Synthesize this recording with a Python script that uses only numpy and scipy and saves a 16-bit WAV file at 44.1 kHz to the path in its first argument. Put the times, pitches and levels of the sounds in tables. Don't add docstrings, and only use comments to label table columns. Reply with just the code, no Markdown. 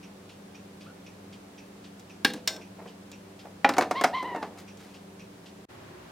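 import sys
import numpy as np
from scipy import signal
from scipy.fft import rfft, irfft, next_fast_len
from scipy.io import wavfile

SR = 44100
rng = np.random.default_rng(int(sys.argv[2]) if len(sys.argv) > 2 else 0)


def pcm_store(signal):
    levels = np.round(np.clip(np.atleast_2d(signal), -1, 1) * 32767)
    wavfile.write(sys.argv[1], SR, levels.astype(np.int16).T)


N = 269847
TIME = np.arange(N) / SR
AGE = TIME[:SR // 3]
# (start [s], length [s], level [dB], pitch [Hz], jitter [share of pitch], rasp [dB])
RASPY_TONES = [(.848, 0.057, -53, 1430, .065, -4), (3.939, .085, -28.5, 1135, .02, -13),
               (4.12, .105, -27, 1105, .026, -17), (4.226, .23, -32.5, 1060, .026, -20)]


def lid_knocks():
    # (time [s], level [dB], clack [dB], snap [dB], ring [dB])
    knocks = [(3.6455, -18.5, 6.5, -9.5, 6.5), (3.691, -22.5, 1.5, 2.5, -10), (3.738, -40, 11, 7, -12),
              (3.7675, -30, 1, -2, -9), (3.7825, -15, -7.5, 1, -1), (3.81, -23, 1, -3.5, -11),
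              (3.823, -30, 7, 1.5, -14), (3.911, -23, -3, -0.5, -4), (4.012, -25.5, 1, 1.5, -6),
              (4.0385, -26.5, 9, 11, -9), (4.0425, -19, .5, -1.5, 3), (4.228, -34.5, -10, -1.5, -17),
              (4.348, -31.5, -10, -14, -0.5), (4.361, -31.5, -8, -8, -8), (4.427, -29.5, -2.5, -10, -11)]
    # (frequency [Hz], gain [dB])
    rim_tone = [(40, -40), (125, -23.5), (200, -12), (270, -0.5), (400, -2), (600, -2.5), (780, -0.5),
                (1400, -4.5), (2100, -13), (3200, -18.5), (5300, -19.5), (8000, -28), (16000, -38.5)]
    # (frequency [Hz], level [dB], t60 [s])
    rim_modes = [(269, -13.5, .11), (544, -15, .16), (700, -5.5, 0.05), (765, -4, 0.039), (819, 2, 0.1),
                 (1430, -11, 0.057), (1944, -15.5, 0.088), (2416, -9.5, 0.075)]
    return blows(knocks, rim_tone, rim_modes, crack=.26, thud_db=-1, thud_trade=.54)


def lid_lift():
    # (time [s], level [dB], clack [dB], snap [dB], ring [dB])
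    lifts = [(2.2477, -17.5, 0, 1, 1), (2.302, -36.5, -5, -4, -16), (2.336, -40, -2, 9.5, -14),
             (2.342, -32, -19, -21, -16)]
    # (frequency [Hz], gain [dB])
    lift_tone = [(40, -32), (130, -10.5), (240, 3), (400, -1.5), (600, -11.5), (850, -5.5), (1350, -11),
                 (1750, 0), (2400, -4.5), (4000, -2.5), (5300, -10.5), (7000, -16.5), (16000, -27)]
    # (frequency [Hz], level [dB], t60 [s])
    lift_modes = [(237, -11.5, 0.26), (498, -25, 0.72), (813, -14, 0.13), (1090, -16.5, 0.11),
                  (1606, 3.5, 0.042), (1698, 1.5, 0.037), (3760, -32, .12), (5300, -7.5, 0.031)]
    return blows(lifts, lift_tone, lift_modes, crack=.3, thud_db=1.5, thud_trade=.45)


def blows(rows, tone, modes, crack, thud_db, thud_trade):
    hand_down_s, settle_s, pitch_drop = 3.75, .024, .11
    out = np.zeros(N)
    for s, db, clack_db, snap_db, ring_db in rows:
        weight = 1 - np.exp(-max(s - hand_down_s, 0) / settle_s)
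        contact = [(300, thud_db - thud_trade * ring_db), (600, 0), (1000, 0),
                   (1800, clack_db), (3600, clack_db), (7000, snap_db)]
        impact = colour(strike(tone, crack), contact)
        ringing = amp(ring_db) * ring(modes, pitch=1 - pitch_drop * weight)
        add(out, s, amp(db) * (impact + ringing))
    return out


def strike(tone, crack):
    # (frequency [Hz], t60 [s])
    plastic_t60 = [(200, 0.14), (800, 0.083), (3000, 0.054), (10000, .035)]
    shell = dying_noise(plastic_t60)
    shell[0] += crack
    return burst(colour(shell, tone))


def ring(modes, pitch=1):
    motion = 0
    for k, (hz, db, t60) in enumerate(modes):
        decay = 1e-3 ** (AGE / (t60 * pitch ** 4))
        motion += (-1) ** k * amp(db) * decay * np.sin(2 * np.pi * hz * pitch * AGE)
    return burst(highpass(motion, hz=190))


def lid_edge(snap_s=2.4755, snap_db=-23, ring_db=-26, scrape_ring=1.4):
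    # (frequency [Hz], level [dB], t60 [s])
    edge_modes = [(638, -12.5, 0.43), (1556, -12.5, 0.26), (2060, -10, 0.16), (3284, -9, .08),
                  (3671, 0, 0.076), (4190, -3, 0.089), (5360, 1, 0.07), (5550, 6.5, 0.042),
                  (7450, -17, .09)]
    # (frequency [Hz], gain [dB])
    edge_tone = [(100, -15), (600, -5.5), (1800, -0.5), (3600, 3.5), (7500, 3.5), (9500, -9.5),
                 (16000, -9.5)]
    # (time [s], level [dB])
    touches = [(1.996, -54), (3.116, -49), (4.586, -56), (4.772, -56.5)]
    # (start [s], length [s], level [dB])
    scrapes = [(2.491, 0.0055, -47), (2.519, 0.049, -45)]
    out, ringing = np.zeros(N), ring(edge_modes)
    add(out, snap_s, amp(snap_db) * strike(edge_tone, crack=.38) + amp(ring_db) * ringing)
    for s, db in touches:
        add(out, s, amp(db) * strike(edge_tone, crack=.28))
    slips = friction(slips_per_s=990, spread_db=5)
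    grit = unit(colour(slips, edge_tone))
    resonance = unit(signal.oaconvolve(slips, ringing)[:N])
    pressure = strokes(scrapes, attack_s=.004, sag_db_per_s=35, release_s=.016)
    return out + pressure * unit(grit + scrape_ring * resonance)


def lid_squeaks():
    return raspy_tones(RASPY_TONES[1:])


def raspy_tones(rows, full_db=-30, dulling=.21, flutter_db=2.5):
    partials = [1, -6, -14, -22.5]
    scoop, rise_s, sink_hz_per_s = .24, .025, 950
    out = np.zeros(N)
    for s, length_s, db, pitch_hz, unsteady, rasp_db in rows:
        gain = amp(db) * stroke(length_s, attack_s=.029, sag_db_per_s=55, release_s=.033)
        age = TIME[:len(gain)]
        hz = pitch_hz * (1 - scoop * np.exp(-(age / rise_s) ** 2)) - sink_hz_per_s * age
        jitter = unsteady * wander(280)[:len(age)]
        turns = np.cumsum(hz * (1 + jitter)) / SR
        fade_db = np.minimum(20 * np.log10(gain + 1e-9) - full_db, 0)
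        tone = sum(amp(partial_db + dulling * k * fade_db) * np.sin(2 * np.pi * (k + 1) * turns)
                   for k, partial_db in enumerate(partials))
        puffs = rng.standard_normal(len(turns)) * np.cos(np.pi * turns) ** 2
        rasp = unit(colour(puffs, [(1400, -9.5), (4100, -1), (8000, -32)])) * amp(rasp_db + fade_db / 2)
        flutter = unit(amp(flutter_db * wander(110)))[:len(age)]
        add(out, s, (unit(tone) + rasp) * gain * flutter)
    return out


def lid_rubbing():
    # (start [s], length [s], level [dB])
    rubs = [(2.345, 0.035, -50), (2.49, .1, -47), (2.78, .04, -45), (2.848, .014, -40.5),
            (3.445, 0.016, -44.5), (3.795, .045, -35), (3.92, .04, -43), (4.122, .05, -44),
            (4.24, .13, -40.5), (4.425, .04, -41.5), (4.5, 0.14, -52.5)]
    # (frequency [Hz], gain [dB])
    rub_tone = [(100, -33), (220, -15), (320, 1), (720, 0.5), (1000, -4), (1500, -14.5), (2200, -16.5),
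                (4000, -35), (12000, -43)]
    # (start [s], length [s], level [dB])
    brushes = [(4.565, .045, -48), (4.78, .18, -52)]
    skin_tone = [(200, -2), (1300, 2), (5000, -5.5), (15000, -19.5)]
    drag = unit(colour(friction(slips_per_s=700, spread_db=.5), rub_tone))
    skin = unit(colour(friction(slips_per_s=3000, spread_db=3), skin_tone))
    return (drag * strokes(rubs, attack_s=.013, sag_db_per_s=23, release_s=.048)
            + skin * strokes(brushes, attack_s=.026, sag_db_per_s=65, release_s=.04))


def friction(slips_per_s, spread_db):
    size = amp(spread_db * np.minimum(rng.exponential(1, N), 4))
    return size * rng.choice([-1, 1], N) * (rng.random(N) < slips_per_s / SR)


def stroke(length_s, attack_s, sag_db_per_s, release_s):
    age = TIME[TIME < length_s + release_s]
    attack = np.sin(np.pi / 2 * np.minimum(age / attack_s, 1)) ** 2
    release = np.clip(1 - (age - length_s) / release_s, 0, 1) ** 2
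    return attack * amp(-sag_db_per_s * age) * release


def strokes(rows, attack_s, sag_db_per_s, release_s):
    gain = np.zeros(N)
    for s, length_s, db in rows:
        add(gain, s, amp(db) * stroke(length_s, attack_s, sag_db_per_s, release_s))
    return gain


def far_creak():
    return raspy_tones(RASPY_TONES[:1])


def clock(tick_db=-49, tock_db=-49.5, period_s=.5165, tock_lag_s=.263, rise_s=.0042, t60=.17):
    # (frequency [Hz], width [Hz], level [dB])
    tick_modes = [(2535, 330, 1.5), (5730, 290, -5)]
    # (frequency [Hz], width [Hz], level [dB])
    tock_modes = [(2880, 950, 2), (4770, 1100, -6.5)]
    out, hz = np.zeros(N), np.arange(1, SR // 2, 20)
    envelope = (1 - np.exp(-AGE / rise_s)) * 1e-3 ** (AGE / t60)
    treble_loss = np.hypot(1, (hz / 7500) ** 3)
    for lag, modes, db in ((0, tick_modes, tick_db), (tock_lag_s, tock_modes, tock_db)):
        gain = sum(amp(peak_db) / np.hypot(1, (hz / f - f / hz) * f / width)
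                   for f, width, peak_db in modes)
        case = np.c_[hz, 20 * np.log10(gain / treble_loss)]
        for s in np.arange(.027, 5.4, period_s):
            beat = rng.standard_normal(len(AGE)) * envelope
            add(out, s + lag, amp(db) * burst(colour(beat, case)))
    return out


def room(x, wet_db=-12, build_s=.0083):
    # (frequency [Hz], t60 [s])
    room_t60 = [(150, 0.43), (1500, 0.21), (5000, 0.21), (14000, 0.18)]
    # (frequency [Hz], side gain [dB])
    near_side = [(700, -40), (2400, -17.5), (4400, -14), (8000, -6), (15000, -1.5)]
    tail = dying_noise(room_t60) * (1 - np.exp(-AGE / build_s))
    mid = x + amp(wet_db) * signal.oaconvolve(x, tail / np.linalg.norm(tail))[:N]
    scatter = dying_noise([(200, .022), (10000, .012)])
    side = colour(signal.oaconvolve(mid, scatter)[:N], near_side)
    return np.array([mid + side, mid - side])


def hum(waver_db=1.9):
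    # (frequency [Hz], rms level [dB], pitch drift [Hz])
    tones = [(49.7, -86, 1), (99.5, -61.5, 3), (177.6, -57, 4.04), (199.5, -54, 1.5), (289, -59.5, 3.98),
             (383, -63, 5.97)]
    out = np.zeros(N)
    for hz, db, drift_hz in tones:
        strength = amp(db) * np.sqrt(2) * unit(amp(waver_db * wander(7.4)))
        turns = np.cumsum(hz + drift_hz * wander(9)) / SR
        out += strength * np.sin(2 * np.pi * turns)
    return out


def room_noise(tone, db):
    # (frequency [Hz], side relative to mid [dB])
    width = [(130, -24), (200, -13), (700, -0.5), (8000, 0)]
    mid, side = (unit(colour(rng.standard_normal(N), tone)) for _ in range(2))
    side = colour(side, width)
    return amp(db) * np.array([mid + side, mid - side])


def dying_noise(t60s, bands=11):
    hz = np.fft.rfftfreq(len(AGE), 1 / SR)
    noise = rfft(rng.standard_normal(len(AGE)))
    centres, out = np.geomspace(140, 14000, bands), 0
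    for centre, pick in zip(centres, np.eye(bands)):
        share = np.interp(hz, centres, pick)
        band = irfft(noise * share, len(AGE)) * 1e-3 ** (AGE / read(t60s, centre))
        out += burst(band) * np.sqrt(share.sum())
    return out / np.linalg.norm(out)


def wander(rate_hz):
    size = next_fast_len(N, True)
    hz = np.fft.rfftfreq(size, 1 / SR)
    hz = hz[hz < 3 * rate_hz]
    spectrum = rng.standard_normal(size // 8).view(complex)[:len(hz)]
    return unit(irfft(spectrum * np.exp(-(hz / rate_hz) ** 2), size)[:N])


def colour(x, tone, size=4096):
    hz = abs(np.fft.fftfreq(size, 1 / SR))
    log_gain = np.log(amp(read(tone, hz)))
    taps = np.fft.ifft(np.exp(np.conj(signal.hilbert(log_gain)))).real
    return signal.oaconvolve(x, taps[:size // 2])[:len(x)]


def highpass(x, hz):
    return signal.sosfilt(signal.butter(2, hz, "highpass", fs=SR, output="sos"), x)


def read(points, hz):
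    f, value = np.transpose(points)
    return np.interp(np.log(hz + 1), np.log(f), value)


def add(mix, s, sound):
    part = mix[max(round(s * SR), 0):][:len(sound)]
    part += sound[:len(part)]


def amp(db):
    return 10 ** (np.asarray(db) / 20)


def unit(x):
    return x / np.sqrt(np.mean(x ** 2) + 1e-20)


def burst(x):
    return x / np.sqrt(np.sum(x ** 2) / (SR / 100) + 1e-20)


def scene():
    # (frequency [Hz], gain [dB])
    first_tone = [(20, -18), (60, -11.5), (110, -5), (155, -7.5), (210, -4), (330, -5), (450, -5.5),
                  (700, -10.5), (1200, -17), (2500, -22), (5000, -26.5), (9000, -30.5), (15000, -38)]
    # (frequency [Hz], gain [dB])
    second_tone = [(15, -54), (25, -22), (108, -1.5), (317, -7), (373, -0.5), (463, -15.5), (516, -9.5),
                   (2000, -19.5), (16000, -41)]
    # (first room stops [s], second fades in [s], second is full [s])
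    dropout = (5.654, 5.684, 5.70)
    stop, start, full = dropout
    sources = lid_knocks() + lid_lift() + lid_edge() + far_creak() + lid_squeaks() + lid_rubbing()
    first_room = room(sources + clock()) + hum() + room_noise(first_tone, db=-52.5)
    fade_out = np.clip((stop - TIME) / .002, 0, 1)
    fade_in = np.interp(TIME, [stop - .002, stop, start, full], [0, .02, .03, 1])
    return first_room * fade_out + room_noise(second_tone, db=-48.5) * fade_in


def record(dry, low_hz=55, high_hz=16050):
    band_limit = signal.firwin(401, high_hz, window=("kaiser", 9), fs=SR)
    return signal.oaconvolve(highpass(dry, low_hz), band_limit[None], "same", axes=1)


dry = scene()
out = record(dry)
pcm_store(out)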